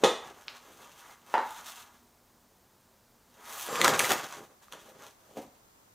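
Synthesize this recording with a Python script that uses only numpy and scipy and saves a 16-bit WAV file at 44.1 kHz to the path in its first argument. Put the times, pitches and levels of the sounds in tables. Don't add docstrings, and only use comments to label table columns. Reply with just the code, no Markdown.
import sys
import numpy as np
from scipy import signal
from scipy.io import wavfile
from scipy.ndimage import uniform_filter1d

SR = 44100
rng = np.random.default_rng(int(sys.argv[2]) if len(sys.argv) > 2 else 0)


def materialize(psi):
    bounded = np.clip(np.atleast_2d(psi).T, -1, 1)
    quanta = np.round(bounded * 32767).astype(np.int16)
    wavfile.write(sys.argv[1], SR, quanta)


def gain_from_decibels(decibels):
    exponent = np.asarray(decibels, float) / 20
    return 10 ** exponent


N = 261954


def evened(x):
    return x / np.sqrt(np.mean(x ** 2) + 1e-20)


def peaked(x, db):
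    return gain_from_decibels(db) * x / abs(x).max()


def add(mix, s, sound):
    part = mix[round(s * SR):][:len(sound)]
    part += sound[:len(part)]


def coloured(x, spectrum):
    f, db = np.transpose(spectrum)
    hz = abs(np.fft.fftfreq(8192, 1 / SR))
    gain_db = np.interp(np.log(hz + 1), np.log(f + 1), db, right=-90)
    log_gain = np.log(gain_from_decibels(gain_db))
    taps = np.fft.ifft(np.exp(np.conj(signal.hilbert(log_gain)))).real[:4096]
    return signal.oaconvolve(x, taps)[:len(x)]


def resonate(x, hz, width):
    b, a = signal.iirpeak(min(hz, 0.45 * SR), hz / max(width, 1), SR)
    return signal.lfilter(b, a, x)


# (frequency [Hz], t60 [s])
ROOM_DECAY = [(150, 0.29), (400, 0.32), (1040, 0.48), (2760, 0.42), (7280, 0.39)]
# (delay [s], level [dB])
EARLY_ECHOES = [(.0035, -15), (.0072, -10), (.0095, -14.5), (0.0136, -9.5), (0.019, -19.5)]


def room(x, tail_db):
    taps = np.zeros(SR)
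    at = np.arange(200, SR - 20, 20)
    taps[at + rng.integers(0, 20, len(at))] = rng.choice([-1., 1.], len(at))
    hz, t, z = signal.stft(taps, SR, nperseg=256)
    t60 = np.interp(hz, *np.transpose(ROOM_DECAY))[:, None]
    tail = signal.istft(z * gain_from_decibels(-60 * t / t60), SR, nperseg=256)[1]
    tail /= np.linalg.norm(tail)
    for s, db in EARLY_ECHOES:
        tail[round(s * SR)] += gain_from_decibels(db)
    return x + gain_from_decibels(tail_db) * signal.fftconvolve(x, tail)[:N]


def crackle(per_s, spread_db, clump_db):
    size = gain_from_decibels(spread_db * np.minimum(rng.exponential(1, N), 5)) * rng.choice([-1., 1.], N)
    slow = uniform_filter1d(uniform_filter1d(rng.standard_normal(N), 300), 300)
    slips = rng.random(N) < per_s / SR
    return size * slips * gain_from_decibels(clump_db * evened(slow))


def strokes(rows, rise, fall):
    s, hold, db, bright_db, weight_db = np.transpose(rows)[:, :, None]
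    t = np.arange(0, N + 64, 64) / SR
    shape_db = db - rise * np.maximum(s - t, 0) - fall * np.maximum(t - s - abs(hold), 0)
    shares_db = 0, 0.16 + 0.37 * bright_db, weight_db, bright_db
    powers = [(gain_from_decibels(shape_db + share) ** 2).sum(0) for share in shares_db]
    return np.array([np.repeat(power, 64)[:N] for power in powers])


# (time [s], hold [s], effort [dB], brightness [dB], weight on the table [dB])
SHAKES = [(0, .02, -67, -23, -12), (.03, .004, -49.5, -8, 4), (.25, 0.03, -51.5, -19, 0),
          (.375, 0.027, -58.5, -7.5, -1.5), (.5, 0.026, -56, -11, -4), (.56, 0.0033, -54.5, -12, -17),
          (.65, 0.0046, -63.5, -8, -1), (.68, .04, -58.5, -5, -0.5), (.802, 0.023, -55.5, -8.5, -4),
          (.86, 0.037, -58, -11, -6), (.978, 0.021, -58, -4.5, -18), (1.04, 0.088, -55, -8, -16.5),
          (1.3, .02, -64, -7, -11), (1.33, 0.0051, -50.5, -10, -9), (1.47, .03, -54, -5, -4),
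          (1.584, 0.021, -50, -7.5, -13.5), (1.684, 0.0022, -46.5, -6, -26), (1.774, 0.027, -52.5, -5, -19),
          (1.86, .004, -59.5, -15, -19), (1.952, 0.0047, -63, -7, -15)]
LIFT = [(3.4, 0.012, -66, -9, -3), (3.478, 0.035, -50, -18, -12), (3.53, 0.051, -47.5, 0.5, -12),
        (3.6, .07, -47, 0.5, -14), (3.675, .004, -48.5, -4, -24)]
CRUSH = [(3.689, 0.076, -43.5, -9.5, -1), (3.75, 0.034, -39.5, -14, -8), (3.8, 0.014, -32, -19, -1.5),
         (3.835, 0.0043, -34.5, -14, 0.5), (3.848, 0.014, -28, -18.5, -0.3), (3.882, .015, -30.5, -13, -1),
         (3.937, 0.018, -30, -17, -2), (3.998, 0.046, -34.5, -4, -2.5), (4.05, 0.024, -35, -4.5, -12),
         (4.104, 0.011, -28, -5.5, -1.4), (4.15, 0.05, -38.5, -15, -11), (4.238, 0.013, -43, -13, -3),
         (4.29, .02, -52.5, -9, -9), (4.33, 0.0097, -43.5, -17, -11), (4.375, 0.015, -52, -10, 4),
         (4.41, .035, -59, -5, 3)]
SETTLE = [(4.5, 0.0091, -64.5, -26, 1.5), (4.63, .004, -62.5, -5.5, -21), (4.73, .003, -50, -14.5, -0.5),
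          (4.772, .004, -54.5, -31, -8), (4.815, 0.0061, -63, -5.5, 2), (4.86, 0.046, -60.5, -9, 3),
          (4.95, .01, -63.5, -14, 7), (4.995, 0.079, -55, -10.5, -3.5), (5.2, 0.13, -71, -4.5, 2.5),
          (5.3, 0.017, -72.5, -9, 14.5), (5.372, .015, -53, -5, 10), (5.4, 0.02, -63.5, -6.5, 9),
          (5.55, 0.0036, -70, -6, -3)]
# (frequency [Hz], level [dB per Hz])
WALLS = [(380, -37.5), (650, -6), (765, -5.5), (844, -4), (1220, -2), (1420, -4.5), (2200, -12.5),
         (2600, -16.5), (3380, -38), (5720, -120)]
# (frequency [Hz], level [dB per Hz])
CREASES = [(1000, -26.5), (1700, -7), (2050, -11), (2380, -7), (2640, -4), (3310, -2.5), (3570, -3),
           (5140, -8.5), (6320, -3), (8070, -9), (13500, -13), (15100, -10.5), (16000, -34)]
# (frequency [Hz], level [dB per Hz])
THRUM = [(24, -58), (40, -24.5), (209, -7.5), (279, -9.5), (312, -8), (350, -2), (497, -4), (600, -6),
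         (800, -9), (1040, -35.5), (1760, -120)]


def rustle():
    power = strokes(SHAKES, rise=210, fall=170) + strokes(LIFT, rise=150, fall=380)
    power = power + strokes(CRUSH, rise=650, fall=299) + strokes(SETTLE, rise=790, fall=225)
    walls = coloured(room(crackle(900, 2.5, 1.0), 0.), WALLS)
    creases = coloured(room(crackle(4000, 4.1, 4.04), -0.39), CREASES)
    low_pass = signal.butter(2, 8000, fs=SR, output="sos")
    hiss = signal.sosfiltfilt(low_pass, creases)
    fizz = creases - hiss
    thrum = coloured(room(crackle(700, 3.0, 0.91), 0.), THRUM)
    out = np.zeros(N)
    for layer, p in zip((walls, hiss, thrum, fizz), power):
        out += evened(layer) * np.sqrt(abs(uniform_filter1d(p, size=64)))
    return out


# (frequency [Hz], level [dB per Hz])
AIR_COLOUR = [(15, -36.5), (25, -12.5), (120, -10), (166, -15), (195, -8.5), (242, -13), (301, -13),
              (796, -15), (887, -14.5), (1020, -15.5), (2610, -26.5), (6210, -24.5), (12200, -29.5),
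              (14800, -22.5), (16000, -40)]
# (frequency [Hz], width [Hz], level [dB])
HUM = [(240, 4.2, -74.5), (14680, 65, -93)]


def floor():
    t = np.arange(N) / SR
    air_db, hum_ends_s, hum_fade_s = -64.5, 3.65, 0.173
    air = gain_from_decibels(air_db) * evened(coloured(rng.standard_normal(N), AIR_COLOUR))
    hum = np.zeros(N)
    for hz, width, db in HUM:
        waver = 0.65 * evened(resonate(rng.standard_normal(N), hz, width))
        hum += gain_from_decibels(db) * (np.sin(2 * np.pi * hz * t) + waver)
    return air + hum * np.clip((hum_ends_s - t) / hum_fade_s, 0, 1)


# blows (time [s], peak [dB]), the object's
# colour (frequency [Hz], level [dB per Hz]), then the room level [dB]
THUD = ([(.0362, -9.5), (.0535, -20.5)], [(40, -56.5), (150, -22), (320, -8), (420, -6), (520, -5),
        (800, -16), (2000, -50.5), (16000, -91)], 0.45)
CLATTER = ([(.0372, -16), (.0392, -6), (.042, -10.5), (.045, -10.5), (.0467, -14), (.0548, -21)],
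           [(53, -35), (90, -35.5), (457, -11.5), (915, -0.5), (1040, -10.5), (1270, 1), (1380, -16),
           (1910, -8.5), (2230, -17.5), (3430, -8), (4750, -19), (6300, -17.5), (13500, -37), (15000, -46),
           (16000, -53)], 1.4)
TICK = ([(3.7565, -17)], [(400, -28), (1000, -6), (2500, -1.5), (3200, -8.5), (6000, -35), (14000, -45.5)],
        -3.5)
CLICK = ([(.482, -19)], [(410, -42), (700, -14), (2060, 4), (3950, 7), (5270, 2.5), (6820, -22),
         (9000, -42), (11700, -64), (19800, -120)], -5.5)
RAP = ([(1.3405, -11.5), (1.345, -20), (1.352, -21.5), (1.3805, -16), (1.395, -29)], [(76, -59), (130, -59),
       (247, -12.5), (283, -20.5), (405, -13.5), (454, -18.5), (499, -11), (662, -12.5), (756, -9.5),
       (914, -3.5), (1260, -14), (1580, -14.5), (3070, -27.5), (6670, -45.5), (12000, -55), (15600, -90),
       (22000, -120)], 0.98)
BUMP = ([(5.3702, -30.5), (5.3743, -31), (5.383, -51), (5.41, -54)], [(59, -58), (100, -27), (218, -1),
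        (318, 7), (374, -12), (553, 4), (624, 4.5), (744, -5.5), (1080, -18), (1260, -35), (2500, -25.5),
        (3250, -62), (5500, -120)], 0.33)
KNOCKS = THUD, CLATTER, TICK, CLICK, RAP, BUMP


def knock(blows, colour, tail_db):
    out, t = np.zeros(N), np.arange(2000) / SR
    rattle_gain = 0.14 * gain_from_decibels(min(tail_db, 0))
    for s, db in blows:
        rattle = rattle_gain * rng.standard_normal(2000) * np.exp(-t / 0.0021)
        push = (t == 0) + rattle
        add(out, s, peaked(coloured(push, colour), db))
    return room(out, tail_db)


# (frequency [Hz], width [Hz], level [dB])
GLASS = [(4730, 30, 3), (5950, 40, -8), (7230, 25, 2), (7480, 25, 2), (7900, 30, -5), (8970, 30, -8),
         (10460, 25, -3), (12150, 25, -2), (13300, 30, -11)]
# (frequency [Hz], width [Hz], level [dB])
DISH = [(487, 23, -7), (1068, 21, -2.5), (1200, 24, -0.5)]


def drag():
    t = np.arange(N) / SR
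    s = np.cumsum([3.675, 0.022, 0.115, 0.04])  # start, then grip, slide and release [s]
    edge_db = -34.5 * np.array([1, 0, 0, 1])
    glass_db = -47 + edge_db
    dish_db = -42 + edge_db + 9.5 * np.array([0, 0, 1, 1])
    rub = crackle(3000, 2., 1.)
    glass, dish = np.zeros(N), np.zeros(N)
    for hz, width, db in GLASS:
        waver = 0.3 * evened(resonate(rng.standard_normal(N), hz, width))
        glass += gain_from_decibels(db) * (np.sin(2 * np.pi * hz * t) + waver)
    for hz, width, db in DISH:
        dish += gain_from_decibels(db) * evened(resonate(rub, hz, width))
    glass = evened(glass) * gain_from_decibels(np.interp(t, s, glass_db))
    dish = evened(dish) * gain_from_decibels(np.interp(t, s, dish_db))
    touching = (t > s[0]) & (t < s[-1])
    return touching * (glass + dish)


# (time [s], wall ring [Hz], ring peak [dB], crack centre [Hz], crack peak [dB])
SNAPS = [(3.688, 477, -25.5, 7470, -40), (3.792, 1180, -33.5, 4710, -50), (3.815, 2010, -13, 3260, -7.5),
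         (3.846, 2283, -17, 6820, -19), (3.845, 1090, -9.5, 6370, -8), (3.849, 1088, -11, 4010, -12),
         (3.854, 1276, -11, 4980, -28.5), (3.86, 1330, -14.5, 6300, -21.5), (3.878, 859, -12, 6300, -13.5),
         (3.88, 1670, -12.5, 5400, -10), (3.886, 1352, -34.5, 4650, -36.5),
         (3.936, 915, -31.5, 3140, -52.5), (3.993, 2800, -15, 9800, -8.5), (3.997, 2326, -14, 6400, -12),
         (4.005, 1710, -16, 6490, -36.5), (4.045, 2020, -18, 3350, -31), (4.106, 1830, -18, 3400, -17),
         (4.118, 710, -14, 3990, -22), (4.127, 1110, -35.5, 4270, -39.5), (4.325, 953, -35, 6200, -28.5),
         (4.683, 1200, -45, 3890, -62.5), (4.724, 1140, -41, 3960, -29), (4.734, 1370, -39, 3690, -37.5),
         (5.034, 660, -52.5, 6400, -57)]


def snaps():
    out, t = np.zeros(N), np.arange(600) / SR
    for s, ring_hz, ring_db, crack_hz, crack_db in SNAPS:
        splinters = rng.standard_normal(600) * np.exp(-t / 0.00086)
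        burst = (t == 0) + splinters
        crack = coloured(burst + resonate(burst, crack_hz, 3000), CREASES)
        swell = 1 - np.exp(-t / 0.000067)
        ring = np.sin(2 * np.pi * ring_hz * t) * np.exp(-t / 0.0016) * swell
        add(out, s, peaked(np.diff(ring, prepend=0), ring_db) + peaked(crack, crack_db))
    return room(out, -5.5)


# (frequency [Hz], level [dB per Hz])
WIDE_AIR = [(18, -44), (30, -4.5), (194, -15), (233, -9), (569, -6.5), (1070, -1.5), (1250, -7),
            (2290, -14), (5740, -18), (6720, -11.5), (8980, -18), (14800, -16.5), (16000, -29)]


def wide_air():
    t = np.arange(N) / SR
    opens_s, shut_s, shut_length_s = 4.36, 5.385, 0.055
    slope = np.where(t < opens_s, 140, 1.5)
    level = gain_from_decibels(-67.5 + (t - opens_s) * slope)
    dip = np.minimum(abs(t - shut_s) / shut_length_s, 1) ** 2
    return evened(coloured(rng.standard_normal(N), WIDE_AIR)) * level * dip


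def scene():
    paper = rustle() + snaps()
    knocks = sum(knock(*k) for k in KNOCKS)
    mono = paper + knocks + drag() + floor()
    wide = wide_air()
    return np.array([mono + wide, mono - wide])


# (from [s], to [s])
LOCKED = [(0, .22), (.47, .58), (1.32, 1.57), (2.78, 2.88), (3.69, 3.72)]


def faint_width(mono):
    hz, t, z = signal.stft(mono, SR, nperseg=1024)
    chosen = rng.random((33, len(t) // 2 + 1)) < 0.45
    patches = np.kron(chosen, np.ones((16, 2)))[:len(hz), :len(t)]
    z = z * patches * np.exp(2j * np.pi * rng.random(z.shape))
    s = np.arange(N) / SR
    fades_s, ends_s, fade_db_per_s = 3.55, 4.5, 63
    free = (s < ends_s) * np.prod([(s < a) | (s > b) for a, b in LOCKED], axis=0)
    width = gain_from_decibels(-14 - fade_db_per_s * np.maximum(s - fades_s, 0))
    width = width * uniform_filter1d(1. * free, size=200)
    return signal.istft(z, SR, nperseg=1024)[1][:N] * width


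def top_cut(x):
    return signal.sosfilt(signal.butter(12, 16670, fs=SR, output="sos"), x)


def record(dry):
    side = faint_width(dry.mean(0))
    mix = dry + np.array([side, -side])
    return top_cut(mix)


dry = scene()
out = record(dry)
materialize(out)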